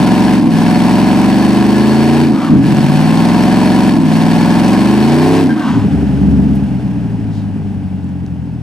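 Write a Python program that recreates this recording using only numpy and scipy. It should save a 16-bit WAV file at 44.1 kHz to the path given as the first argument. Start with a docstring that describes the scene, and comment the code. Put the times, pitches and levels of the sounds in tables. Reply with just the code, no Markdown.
"""A V8 car does a burnout on a driveway a few metres away, then rolls off at low revs.
Its uneven exhaust pulses drive the resonances of the pipes, which throb and rasp under throttle;
each lift of the foot dulls them and the revs sag. Turbulent gas hisses from the tailpipes.
Stick-slip friction makes the rear tyres whistle as they spin and squeal when they nearly grip.
Later they crunch over grit. Underneath, stirred air rumbles on the microphones."""
import sys
import numpy as np
from scipy import signal
from scipy.fft import rfft, irfft, next_fast_len
from scipy.io import wavfile
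from scipy.ndimage import uniform_filter1d

SR = 44100
rng = np.random.default_rng(int(sys.argv[2]) if len(sys.argv) > 2 else 0)


def generate_wav(signal):
    """Clip the signal to [-1, 1] and save it as 16-bit WAV at the path in sys.argv[1]."""
    frames = np.transpose(np.atleast_2d(signal))
    scaled = np.clip(frames, -1, 1) * 32767
    pcm = np.round(scaled).astype(np.int16)
    wavfile.write(sys.argv[1], SR, pcm)


N = 380141
T = np.arange(N) / SR


def gain_of(db):
    """Amplitude ratio of a level in decibels."""
    return 10 ** (np.asarray(db) / 20)


def read(points, hz):
    """Interpolation on a logarithmic frequency axis."""
    f, value = np.transpose(points)
    return np.interp(np.log(hz + 1), np.log(f + 1), value)


def unit_rms(x):
    """Normalisation to unit mean power."""
    return x / np.sqrt(np.mean(x ** 2) + 1e-20)


def running_power(x, size):
    """Short-time mean square over about `size` samples."""
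    power = np.mean(np.atleast_2d(x) ** 2, 0)
    return abs(uniform_filter1d(uniform_filter1d(power, size), size // 2))


def steadied(x):
    """Gain control: unit power over about a tenth of a second, so faster throbs stay."""
    return x / np.sqrt(running_power(x, 5000) + 1e-14)


def drift(size):
    """Low-pass noise: a random modulation that changes over `size` samples."""
    return unit_rms(uniform_filter1d(uniform_filter1d(rng.standard_normal(N), size), size))


def colour(x, points, size=8192):
    """Minimum-phase filter: rings at the peaks of a spectrum and rolls off beyond its ends."""
    hz = abs(np.fft.fftfreq(size, 1 / SR))
    octaves_out = np.log2(np.maximum(hz / points[-1][0], 1) * np.maximum(points[0][0] / (hz + 5), 1))
    log_gain = np.log(gain_of(np.maximum(read(points, hz) - 18 * octaves_out, -100)))
    taps = np.fft.ifft(np.exp(signal.hilbert(log_gain).conj())).real[:size // 2]
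    return signal.oaconvolve(np.atleast_2d(x), taps[None], axes=1)[:, :N]


def resonate(x, hz, width_hz):
    """Damped resonator of unit gain whose centre frequency follows hz."""
    carrier = np.exp(2j * np.pi * np.cumsum(hz * np.ones(N)) / SR)
    pole = np.exp(-np.pi * width_hz / SR)
    return 2 * (carrier * signal.lfilter([1 - pole], [1, -pole], x / carrier)).real


# Likeness of the noise at the two microphones: frequency_hz, correlation
COHERENCE = [(200, 1), (600, .96), (1200, .87), (2500, .72), (8000, .8), (14000, .58)]

def turbulence():
    """Partial coherence: white noise at two microphones, less alike in the treble."""
    size = next_fast_len(N)
    mid, side = rfft(rng.standard_normal((2, size)))
    same = np.clip(read(COHERENCE, np.fft.rfftfreq(size, 1 / SR)), 0, 1)
    mid, side = mid * np.sqrt((1 + same) / 2), side * np.sqrt((1 - same) / 2)
    return irfft(np.array([mid + side, mid - side]), size)[:, :N]


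def air_rumble(level_db=-48):
    """Turbulent pressure fluctuations: stirred air buffets the microphones."""
    air = colour(turbulence(), [(12, -18), (25, -24), (50, 38), (100, -20)])
    return gain_of(level_db + 3.5 * drift(size=9000)) * unit_rms(air)


# Grit under the tyres: start_s, level_db, band_hz, length_s
GRIT_SNAPS = [(6.55, -45, 13000, .018), (7.307, -46.5, 5340, 0.14), (8.031, -57, 7000, 0.0051),
              (8.041, -51, 9000, .005), (8.06, -53, 4500, 0.0065), (8.09, -51, 8000, .005),
              (8.263, -43, 6500, 0.004)]

def grit(grain_db=3):
    """Broadband transients: small stones snap and crunch under the rolling tyres."""
    out = np.zeros((2, N))
    grains = unit_rms(turbulence() * gain_of(grain_db * drift(size=40)))
    for start_s, level_db, band_hz, length_s in GRIT_SNAPS:
        span = slice(int(start_s * SR), int((start_s + length_s) * SR))
        band = signal.butter(1, [band_hz * 0.46, band_hz * 1.16], "band", fs=SR, output="sos")
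        burst = unit_rms(signal.sosfilt(np.vstack([band, band]), grains[:, span]))
        envelope = np.sin(np.pi * np.linspace(0, 1, burst.shape[1]) ** .7)
        out[:, span] += gain_of(level_db) * burst * envelope
    return out


# Bands in which rubber sings on concrete: centre_hz, width_hz, full_grip_level_db
WHISTLE_BANDS = [(1700, 70, -31), (2985, 60, -43), (4400, 130, -35.5)]

def tyre_whistles(speed, throttle, flutter_db=2.0):
    """Friction-induced vibration: spinning tread catches and lets go, so narrow bands flutter."""
    grip = np.interp(speed, [12, 27.5, 32], [0.39, 0.99, 0.842])
    grip[speed > 32] = 0.36  # at top speed the tread only skims
    rub, out = turbulence(), np.zeros((2, N))
    for hz, width_hz, level_db in WHISTLE_BANDS:
        band = signal.butter(2, [hz - width_hz / 2, hz + width_hz / 2], "band", fs=SR, output="sos")
        flutter = gain_of(flutter_db * drift(size=900))
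        out += gain_of(level_db) * unit_rms(signal.sosfilt(band, rub) * flutter)
    return throttle * grip * out


# Spectrum of sliding rubber: frequency_hz, relative_db
SCRAPE_SPECTRUM = [(700, -6), (1600, -0.5), (3200, -2), (6000, -13), (15000, -33)]
# The tyres nearly grip: start_s, loudest_s, end_s, level_db, first_pitch_hz, last_pitch_hz, roughness
TYRE_SQUEALS = [(2.328, 2.465, 2.59, -25.5, 1250, 1030, .99), (5.491, 5.51, 5.54, -21, 1565, 1598, 0.18),
                (5.497, 5.613, 5.8, -30, 1590, 1490, 0.38), (5.56, 5.684, 5.85, -22, 1100, 862, 0.84)]

def tyre_squeal(start_s, loudest_s, end_s, level_db, first_hz, last_hz, rough,
                edge_db=-11.5, waver=0.0072, smear_hz=330, overtone_db=-18, scrape_db=-7):
    """Stick-slip oscillation: a gliding, wavering tone that roughness turns to scrub and scrape."""
    hz = np.interp(T, [start_s, end_s], [first_hz, last_hz])
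    swell_db = np.interp(T, [start_s, loudest_s, end_s], [edge_db, 0, edge_db])
    envelope = gain_of(level_db + swell_db) * (T > start_s) * (T < end_s)
    wavering_hz = hz * (1 + waver * (1 + 2 * rough) * drift(size=150))
    phase = 2 * np.pi * np.cumsum(wavering_hz) / SR
    tone = unit_rms(np.sin(phase) + gain_of(overtone_db) * np.sin(2 * phase))
    scrub = unit_rms(resonate(resonate(rng.standard_normal(N), hz, smear_hz), hz, 2 * smear_hz))
    scrape = gain_of(scrape_db) * unit_rms(colour(rng.standard_normal(N), SCRAPE_SPECTRUM))
    return envelope * (np.sqrt(1 - rough) * tone + np.sqrt(rough) * scrub + rough * scrape)


def puffs(pulses, decay_s, steady):
    """Pulse-modulated noise: each firing lets out a decaying turbulent jet over a steady flow."""
    jet = signal.lfilter([1], [1, -np.exp(-1 / (decay_s * SR))], pulses)
    return unit_rms((steady + unit_rms(jet)) * turbulence())


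# Spectra of the tailpipe jets and of the rush near idle: frequency_hz, relative_db
JET_SPECTRUM = [(700, -11), (1250, -1.5), (1650, 3), (1950, -1), (2600, -0.5), (3300, -5.5), (4000, -7),
                (4600, -6.5), (5600, -9.5), (6900, -17), (8500, -13), (11000, -20.5), (15500, -27)]
RUSH_SPECTRUM = [(600, -8.5), (900, -17), (1150, -6.5), (1300, -7.5), (1560, -2), (2150, -8.5),
                 (2710, -6.5), (3050, -10.5), (3900, -16.5), (5340, -17), (7000, -24), (8640, -22),
                 (15500, -37.5)]

def exhaust_hiss(pulses, idling, flicker_db=0.95, idle_db=2.0):
    """Jet noise: gas spits hardest on strong firings; near idle a rush of engine and tyres is left."""
    spits = puffs(pulses ** 1.6, decay_s=.005, steady=.85)
    jets = colour(spits * gain_of(flicker_db * drift(size=300)), JET_SPECTRUM)
    rush = colour(turbulence() * gain_of(.8 * drift(size=400)), RUSH_SPECTRUM)
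    return np.sqrt(1 - idling) * steadied(jets) + np.sqrt(idling) * gain_of(idle_db) * steadied(rush)


# Upper pipe resonances at high revs and near idle: frequency_hz, relative_db
RASP_MODES = [(330, -27), (480, -4.5), (610, 0), (685, -6), (733, 5.5), (790, -3), (945, -1), (1080, -5),
              (1300, -28), (2200, -25.5), (5000, -71)]
CHUFF_MODES = [(330, -10.5), (430, -0.5), (600, 0.5), (830, 2.5), (950, -3.5), (1130, -12), (2200, -32),
               (5000, -70)]

def exhaust_rasp(pulses, throttle, idling, coast_rough=6.7):
    """Impulse excitation of upper pipe modes: a snarl under load, breathy coasting, dull near idle."""
    gas = puffs(pulses, decay_s=0.019, steady=0.45)
    rough = .45 + coast_rough * (1 - throttle) ** 2
    snarl = steadied(colour(unit_rms(pulses) + rough * gas, RASP_MODES))
    chuff = steadied(colour(puffs(pulses, decay_s=0.009, steady=0.71), CHUFF_MODES))
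    return np.sqrt(1 - idling) * snarl + np.sqrt(idling) * chuff


# Pipe resonances near idle, and the muffler's transmission of firing tones: frequency_hz, relative_db
IDLE_MODES = [(30, -75), (50, -40), (75, -1.5), (110, -6.5), (150, -2), (200, 6.5), (240, 0), (285, 3.5),
              (340, -22), (400, -11), (490, -30), (700, -49.5)]
MUFFLER_RESPONSE = [(40, -20), (55, -6), (70, -3.5), (85, 4), (110, 4.5), (136, -2.5), (146, -8.5),
                    (178, -1), (215, -7), (260, -18), (340, -53)]

def exhaust_idle(pulses, speed, rough=0.67, drone_db=-6.5, lope_db=2.0, tilt_db=3.5):
    """Harmonic series: four multiples of the firing rate drone and lope under a ragged burble."""
    gas = puffs(pulses, decay_s=0.0027, steady=0.96)
    burble = steadied(colour(unit_rms(pulses) + rough * gas, IDLE_MODES))
    harmonic = np.arange(1, 5)[:, None]
    hz = harmonic * speed * len(FIRING_ORDER)
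    amplitude = gain_of(read(MUFFLER_RESPONSE, hz) + tilt_db * (harmonic - 1))
    tones = amplitude * np.sin(2 * np.pi * np.cumsum(hz, axis=1) / SR)
    drone = tones.sum(0) * gain_of(lope_db * drift(size=1200))
    return steadied(burble + gain_of(drone_db) * drone)


def throbbing(x, depth=0.16):
    """Dynamic expansion: deepens the swell and dip that uneven firings make once an engine cycle."""
    return steadied(x * (running_power(x, 600) + .01) ** depth)


# Low pipe resonances at high revs: frequency_hz, relative_db
BOOM_MODES = [(35, -69), (62, -17.5), (92, -9.5), (118, -6.5), (150, 3.5), (180, -4.5), (215, 2.5),
              (255, -6), (290, -11.5), (330, -4), (380, -15), (430, -14), (490, -25), (700, -70.5)]

def exhaust_boom(pulses, speed, throttle, idling, rough=0.13, bark_hz=415, burble_hz=278, burble_db=1):
    """Forced resonance: the pipes ring, bark as the revs climb and turn hollow on a lift."""
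    gas = puffs(pulses, decay_s=0.0081, steady=0.4)
    pipes = throbbing(steadied(colour(unit_rms(pulses) + rough * gas, BOOM_MODES)))
    bark = np.clip((speed - 21.5) / 4, 0, 1.2) * resonate(pipes, bark_hz, width_hz=91)
    loaded = pipes + bark
    burble = steadied(resonate(resonate(loaded, burble_hz, width_hz=85), burble_hz, width_hz=90))
    coasting = 0.7 * loaded + gain_of(burble_db) * burble
    racing = throttle * loaded + (1 - throttle) * coasting
    return steadied((1 - idling) * racing + idling * exhaust_idle(pulses, speed))


LOAD_THROTTLE = 0.74
# The driver lifts off: foot_up_s, foot_down_s, throttle_left
PEDAL_LIFTS = [(0.365, 0.488, 0.14), (2.235, 2.625, 0.22), (3.896, 4.04, 0.28), (5.415, 9, 0.08)]

def pedal(close_s=.046, open_s=0.032):
    """Exponential relaxation: the throttle falls away on each lift and snaps open again."""
    throttle = np.full(N, LOAD_THROTTLE)
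    for up_s, down_s, left in PEDAL_LIFTS:
        closing = 1 - np.exp(-np.maximum(T - up_s, 0) / close_s)
        still_up = np.exp(-np.maximum(T - down_s, 0) / open_s)
        throttle -= (LOAD_THROTTLE - left) * closing * still_up
    return np.clip(throttle, 0, 1)


# The engine catches again: start_s, length_s, swell_db
BOOM_SURGES = [(2.485, .13, 6.5), (6.17, 0.53, 5.5)]

def overrun_db(hush_db=-6.5, after_s=.2, width_s=0.073, skew=0.63):
    """Amplitude modulation: the starved engine hushes on a long lift and booms when it catches."""
    hush = sum(np.exp(-((T - up_s - after_s) / width_s) ** 2)
               for up_s, down_s, _ in PEDAL_LIFTS if down_s - up_s > after_s)
    swell = sum(swell_db * np.sin(np.pi * np.clip((T - start_s) / length_s, 0, 1) ** skew)
                for start_s, length_s, swell_db in BOOM_SURGES)
    return hush_db * hush + swell


# Each cylinder's pulse at the tailpipes: level_db, lateness_in_firing_gaps
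FIRING_ORDER = [(-0.5, 0.17), (5.5, -0.076), (1.4, -0.157), (-1.5, 0.35), (5, -0.03), (-2, 0.148),
                (-1.5, .23), (4, -0.033)]

def firings(speed, throttle, idling, start_cycle=.477, jitter_s=.00003, loose_s=.00054, idle_uneven=.503):
    """Quasi-periodic pulse train: lopsided under load, ragged off throttle, more even near idle."""
    count = len(FIRING_ORDER)
    cycles = start_cycle + np.cumsum(speed) / SR
    slot = np.arange(np.ceil(cycles[0] * count), np.floor(cycles[-1] * count))
    level_db, late = np.array(FIRING_ORDER)[slot.astype(int) % count].T
    load = np.interp(slot / count, cycles, throttle)
    uneven = 1 - (1 - idle_uneven) * np.interp(slot / count, cycles, idling)
    level_noise, time_noise = rng.standard_normal((len(slot), 2)).T
    fire_s = np.interp((slot + late * uneven) / count, cycles, T)
    fire_s += time_noise * (jitter_s + loose_s * (1 - load) ** 2)
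    scatter_db = 1.85 - 2 * load
    strength = gain_of(level_db * uneven + level_noise * scatter_db)
    return np.bincount(np.clip(fire_s * SR, 0, N - 1).astype(int), strength, N)


# Engine speed in four-stroke cycles, eight firings each: time_s, cycle_rate_hz
ENGINE_SPEED = [(0.0, 22.16), (0.358, 23.35), (0.531, 20.0), (0.677, 21.35), (1.729, 25.67), (2.234, 29.61),
                (2.612, 14.55), (2.978, 19.2), (3.419, 22.2), (3.869, 23.22), (4.05, 19.53), (4.6, 21.61),
                (4.974, 26.28), (5.319, 33.66), (5.421, 33.97), (5.736, 15.04), (5.935, 9.5), (6.1, 8.38),
                (6.278, 9.26), (7.274, 6.67), (8.62, 5.0)]
# The rasp, and less so the hiss, swells at speeds that suit the pipes: cycle_rate_hz, gain_db
PIPE_TUNING = [(5.5, -3.5), (9, -0.5), (17, -3), (22.3, 1.5), (26, -1.5), (29, 0), (33, 1)]

def scene(distance_m=2.99, roll_off_s=5.18, roll_m_per_s=3.4):
    """Superposition of exhaust, tyres and air; spherical spreading fades the car as it rolls off."""
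    speed = np.interp(T, *np.transpose(ENGINE_SPEED))
    throttle = pedal()
    shut = 1 - throttle / LOAD_THROTTLE
    idling = np.clip((21 - speed) / 7, 0, 1) * np.clip(1.1 - 1.4 * throttle, 0, 1)
    sideways_m = roll_m_per_s * np.maximum(T - roll_off_s, 0)
    near = distance_m / np.hypot(distance_m, sideways_m)
    tuning_db = read(PIPE_TUNING, speed)
    boom_db = -8 + overrun_db()
    rasp_db = -19.5 - 9 * shut + tuning_db
    hiss_db = -25 - 11 * shut + 0.49 * tuning_db
    pulses = firings(speed, throttle, idling)
    exhaust = gain_of(boom_db) * near * exhaust_boom(pulses, speed, throttle, idling)
    exhaust += gain_of(rasp_db) * near * exhaust_rasp(pulses, throttle, idling)
    exhaust += gain_of(hiss_db) * near ** 1.21 * exhaust_hiss(pulses, idling)  # hiss fades faster
    whistles = near * tyre_whistles(speed, throttle)
    squeals = sum(tyre_squeal(*row) for row in TYRE_SQUEALS)
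    return exhaust + whistles + squeals + grit() + air_rumble()


# Left microphone's level over the right: frequency_hz, difference_db
MIC_BALANCE = [(60, 6.0), (110, 3.5), (200, 0.5), (380, -1.0), (700, -1.0), (1290, 0.6), (2380, 2.5),
               (4400, 1.4), (8120, 2.4), (15000, 4.1)]
# Left microphone's phase lead: frequency_hz, lead_rad
MIC_PHASE = [(30, -1.3), (100, -0.9), (260, -0.46), (690, -0.019), (2300, 0.85), (4500, 0.63), (12000, 1)]

def record(dry, knee=0.3, cutoff_hz=15750):
    """Stereo level and phase cues of two unequal microphones, then soft saturation and a low-pass."""
    size = next_fast_len(N + 4096)
    hz, sides = np.fft.rfftfreq(size, 1 / SR), np.array([[.5], [-.5]])
    balance = gain_of(sides * read(MIC_BALANCE, hz))
    response = balance / balance.mean(0) * np.exp(1j * sides * read(MIC_PHASE, hz))
    stereo = irfft(rfft(dry, size) * response, size)[:, :N]
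    linear = np.clip(stereo, -knee, knee)
    saturated = linear + (1 - knee) * np.tanh((stereo - linear) / (1 - knee))
    low_pass = signal.firwin(511, cutoff_hz, window=("kaiser", 9), fs=SR)
    return signal.oaconvolve(saturated, low_pass[None], "same")


dry = scene()
out = record(dry)
generate_wav(out)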